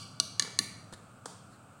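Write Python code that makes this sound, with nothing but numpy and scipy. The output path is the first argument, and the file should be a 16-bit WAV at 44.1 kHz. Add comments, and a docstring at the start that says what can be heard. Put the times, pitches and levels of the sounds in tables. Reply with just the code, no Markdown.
"""A hard-walled room with a low hum and faint hiss, the microphone close to a plastic fan.
A fingernail taps one blade three times, moving towards the rim; the second tap strikes twice.
Each tap is a crack of the nail, a soft fingertip thump and a brief ring of the blade.
The finger then pushes the blade round with a short scrape, and the loose rotor knocks on its shaft.
The room rings after each click, and at the start still rings from an earlier tap."""
import sys
import numpy as np
from scipy import signal
from scipy.fft import rfft, irfft
from scipy.io import wavfile

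SR = 44100
rng = np.random.default_rng(int(sys.argv[2]) if len(sys.argv) > 2 else 0)


def wav_out(sig):
    """Save sig, one row per channel (or a flat mono array), as 16-bit PCM at SR to the path in sys.argv[1]."""
    wavfile.write(sys.argv[1], SR, np.round(np.clip(np.atleast_2d(sig).T, -1, 1) * 32767).astype(np.int16))


N = 79380


def undb(db):
    """Decibels to gain."""
    return 10 ** (np.asarray(db) / 20)


def fade(t, t60):
    """Exponential decay from t = 0, down 60 dB after t60 seconds."""
    return (t >= 0) * np.exp(-np.log(1000) * np.maximum(t, 0) / t60)


def per_bin(hz, values):
    """A curve spread over the FFT bins along a log-frequency axis."""
    bin_hz = np.fft.rfftfreq(N, 1 / SR)
    return np.interp(np.log(np.maximum(bin_hz, 1)), np.log(hz), values)


def noise(colour):
    """Noise of rms 1 with the given colour (f/Hz, level/dB)."""
    hz, db = np.array(colour).T
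    coloured = irfft(rfft(rng.standard_normal(N)) * undb(per_bin(hz, db)), N)
    return coloured / coloured.std()


def burst(t, colour, t60):
    """A dying burst of dense micro-impacts, rung through a smooth colour (f/Hz, level/dB)."""
    hz, db = np.array(colour).T
    samples = np.arange(N)
    age = samples / SR
    envelope = fade(age, t60)
    spectrum = rfft(rng.standard_normal(N) * envelope)
    impacts = irfft(spectrum / np.abs(spectrum), N) * (age < t60)
    # minimum phase: the colour rings only after each impact
    cepstrum = irfft(np.log(undb(per_bin(hz, db))), N)
    resonance = np.exp(rfft(2 * cepstrum * (samples > 0) * (samples < N // 2)))
    rung = irfft(rfft(impacts) * resonance, N)
    placed = np.interp(np.round(t * SR), samples, rung, left=0)
    return placed * np.sqrt(np.sum(envelope ** 2) / np.sum(placed ** 2))


# colour of the room tone at the microphone: f/Hz, relative level/dB
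ROOM_TONE = [(20, -35.5), (35, -31), (46, -8.5), (65, -35.5), (82, -6), (105, 5), (135, 0), (200, -2.5),
             (300, -9.5), (370, -17.5), (650, -11.5), (1000, -18), (1200, -10), (1450, -12.5),
             (1900, -31.5), (2600, -24.5), (3300, -31.5), (6000, -37), (8400, -25), (11000, -44.5),
             (16000, -42)]
# low rumble, higher while the hand is on the fan: t/s, gain/dB
RUMBLE_GAIN = [(0, 4), (.2, 3), (.35, -0.5), (.7, 0), (.85, 3), (.96, -1), (1.8, -4.5)]
ROOM_TONE_DB, RUMBLE_HZ, RUMBLE_WANDER_DB = -53, 280, 1


def room_tone(t):
    """Hum and hiss all round; the low rumble wavers and eases once the hand lets go."""
    air = undb(ROOM_TONE_DB) * noise(ROOM_TONE)
    rumble = signal.sosfiltfilt(signal.butter(2, RUMBLE_HZ, fs=SR, output="sos"), air)
    hiss = air - rumble
    wander_db = RUMBLE_WANDER_DB * noise([(1, 48), (8, 8), (25, -95), (100, -83)])
    hand_db = np.interp(t, *np.array(RUMBLE_GAIN).T)
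    return hiss + rumble * undb(wander_db + hand_db)


# reverberation off the hard walls: f/Hz, level/dB, t60/s
WALL_BANDS = [(100, -11, 0.78), (400, -5, .55), (1110, -5, .6), (1750, -8, .6), (2260, 4.5, 0.56),
              (2800, -7, .68), (4380, -11.5, 0.68), (5460, -11.5, .7), (6400, -13, 0.64), (9500, -12, 0.57),
              (14080, -7.5, 0.3)]
TAIL_BUILD_S, EARLY_DB, EARLY_T60_S = 0.021, -14, 0.1
RING_TO_WALLS_DB, TICK_TO_WALLS_DB = -4.5, 9  # relative to what reaches the microphone directly


def room_echo(sound, t):
    """Quick reflections from nearby things, then a diffuse tail that builds up and dies band by band."""
    hz, db, t60s = np.array(WALL_BANDS).T
    spectrum = rfft(rng.standard_normal(N)) * undb(per_bin(hz, db))
    build_up = 1 - np.exp(-(t / TAIL_BUILD_S) ** 2)
    tail = 0
    for share, t60 in zip(np.eye(len(hz)), t60s):
        band = irfft(spectrum * per_bin(hz, share), N)
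        envelope = fade(t, t60) * build_up
        tail += band * envelope / np.linalg.norm(envelope)
    early = rng.standard_normal(N) * fade(t - .002, EARLY_T60_S)
    early *= undb(EARLY_DB) / np.linalg.norm(early)
    return signal.fftconvolve(sound, tail + early)[:N]


def earlier_tap_echo(t, at=-0.028, strength_db=-0.64):
    """The walls still ring from a tap just before the start."""
    ring = undb(RING_TO_WALLS_DB) * blade_ring(t, spot=0, contact_ms=0.15)
    crack = undb(-15) * nail_crack(t, spot=0, t60=0.0033)
    echo = room_echo(ring + crack, t)
    return undb(strength_db) * np.interp(t - at, t, echo, right=0)


# scrapes of finger and hub, close up: middle t/s, half length/s, level/dB
SCRAPE_EVENTS = [(0.9367, 0.0099, -46), (1.535, .035, -63)]
# colour of rubbed plastic: f/Hz, relative level/dB
SCRAPE_COLOUR = [(300, 7), (1200, -17), (1750, 3.5), (2400, -19), (3400, -9), (4200, -0.5), (5400, -12),
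                 (7200, -7), (10000, -8), (12000, -27), (16000, -31)]


def scrapes(t, graininess=.3):
    """Short rubs on the plastic: swells of friction noise with a grainy level."""
    grain = np.exp(graininess * noise([(20, -2), (600, 8.5), (2000, -48)]))
    grain /= np.sqrt(np.mean(grain ** 2))
    swells = sum(undb(db) * np.exp(-((t - at) / half) ** 2) for at, half, db in SCRAPE_EVENTS)
    return swells * grain * noise(SCRAPE_COLOUR)


# knocks of the rotor, close up: t/s, body level/dB, tick level/dB
ROTOR_KNOCKS = [(.4475, -39, -58), (0.4755, -40, -58), (.9255, -41, -47.5), (1.2574, -33, -33)]
# colours of a knock's body and tick: f/Hz, relative level/dB
BODY_COLOUR = [(80, -24.5), (240, -1), (330, -4), (440, 8), (620, -1), (900, 3.5), (1350, 1), (1600, -3.5),
               (1900, -8.5), (2600, -36.5), (8000, -56)]
TICK_COLOUR = [(500, -27.5), (2400, -26), (3200, -2.5), (3900, -5), (4700, 0.5), (6200, -2), (7200, 0.5),
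               (9100, 1), (12000, -28), (16000, -23.5)]


def rotor_knocks(t):
    """The loose hub meets the shaft with a dull body and a bright tick."""
    body = sum(undb(db) * burst(t - at, BODY_COLOUR, t60=0.025) for at, db, _ in ROTOR_KNOCKS)
    tick = sum(undb(db) * burst(t - at, TICK_COLOUR, t60=0.013) for at, _, db in ROTOR_KNOCKS)
    return body, tick


# colour of the fingertip's thump: f/Hz, relative level/dB
THUMP_COLOUR = [(50, -44), (110, -11.5), (170, 6), (260, 3), (370, -2.5), (520, -21.5), (2000, -40)]


def fingertip_thump(t, lag_s=0.0024):
    """The soft fingertip lands just after the nail."""
    return burst(t - lag_s, THUMP_COLOUR, t60=0.12)


# modes of the plastic blade: f/Hz, t60/s, level/dB struck at spot 0, 1, 2 (towards the rim)
BLADE_MODES = [(650, 0.061, -43.5, -54, -51), (1144, 0.085, -36.5, -34, -37), (1429, .05, -36, -41, -45),
               (1764, 0.052, -56.5, -26.5, -28), (2287, 0.14, -51, -40, -45.5),
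               (2890, 0.034, -33.5, -30.5, -34.5), (3550, 0.048, -33, -35.5, -37),
               (4090, 0.016, -19, -11, -11), (4636, 0.019, -16.5, -15, -15.5),
               (5920, 0.017, -26, -41, -32.5), (6370, 0.013, -29, -12, -14), (7720, .02, -23, -36, -33),
               (8310, .016, -28.5, -33.5, -36), (9170, .024, -28, -34, -42), (9400, .012, -27, -37, -18.5)]


def blade_ring(t, spot, contact_ms):
    """The blade's modes swell while the nail is in contact, then die; the spot sets their balance."""
    swell = 1 - np.exp(-np.maximum(t, 0) * 1000 / contact_ms)
    modes = 0
    for k, (hz, t60, *spot_db) in enumerate(BLADE_MODES):
        modes += (-1) ** k * undb(spot_db[spot]) * fade(t, t60) * np.sin(2 * np.pi * hz * t)
    return swell * modes


# colour of the nail's crack: f/Hz, relative level/dB at spot 0, 1, 2
CRACK_COLOUR = [(60, -51, -29, -48.5), (250, -21.5, -17.5, -14), (850, -25, -22, -24),
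                (1512, -14, -12.5, -17.5), (1964, -37.5, -12.5, -6), (2450, -33.5, -25, -22.5),
                (2910, -8.5, -5.5, -11.5), (3700, -7, -6.5, -13), (4510, -5, 2, -2.5),
                (5395, -10.5, -9, -16), (5740, 1.5, -2.5, -2), (7300, -14, -9, -11), (9200, -7.5, -7, -4),
                (10780, -16, -19, -13), (12000, -28.5, -32, -27.5), (16000, -34, -33, -27)]


def nail_crack(t, spot, t60):
    """The hard nail hits the plastic: a bright burst coloured by the spot."""
    return burst(t, np.array(CRACK_COLOUR)[:, [0, 1 + spot]], t60)


# taps close to the microphone:
# t/s, spot, strength/dB, contact time/ms, relative crack level/dB, crack t60/s, relative thump level/dB
NAIL_TAPS = [(0.2, 0, 0, 0.13, -13.5, 0.007, -45), (0.3962, 1, -2, .25, -11, .011, -45.5),
             (0.4232, 1, -13.5, 0.79, -13, .014, -33), (0.5894, 2, 0, .6, -15.5, 0.015, -38.5)]


def nail_taps(t):
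    """Each tap makes a contact sound, crack plus thump, and sets the blade ringing."""
    contact, ring = 0, 0
    for at, spot, strength_db, contact_ms, crack_db, crack_t60, thump_db in NAIL_TAPS:
        age = t - at
        thump = undb(thump_db) * fingertip_thump(age)
        crack = undb(crack_db) * nail_crack(age, spot, crack_t60)
        contact += undb(strength_db) * (crack + thump)
        ring += undb(strength_db) * blade_ring(age, spot, contact_ms)
    return contact, ring


def scene():
    """One microphone close to the fan, with the walls' echo and the room tone behind."""
    t = np.arange(N) / SR
    contact, ring = nail_taps(t)
    body, tick = rotor_knocks(t)
    handling = contact + body + scrapes(t)
    direct = handling + ring + tick
    to_walls = handling + undb(RING_TO_WALLS_DB) * ring + undb(TICK_TO_WALLS_DB) * tick
    return (direct + room_echo(to_walls, t) + earlier_tap_echo(t) + room_tone(t))[None]


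TREBLE_CUT_HZ = 15900


def record(dry):
    """The recorder cuts the highest treble steeply."""
    return signal.sosfilt(signal.ellip(8, .2, 70, TREBLE_CUT_HZ, fs=SR, output="sos"), dry)


dry = scene()
out = record(dry)
wav_out(out)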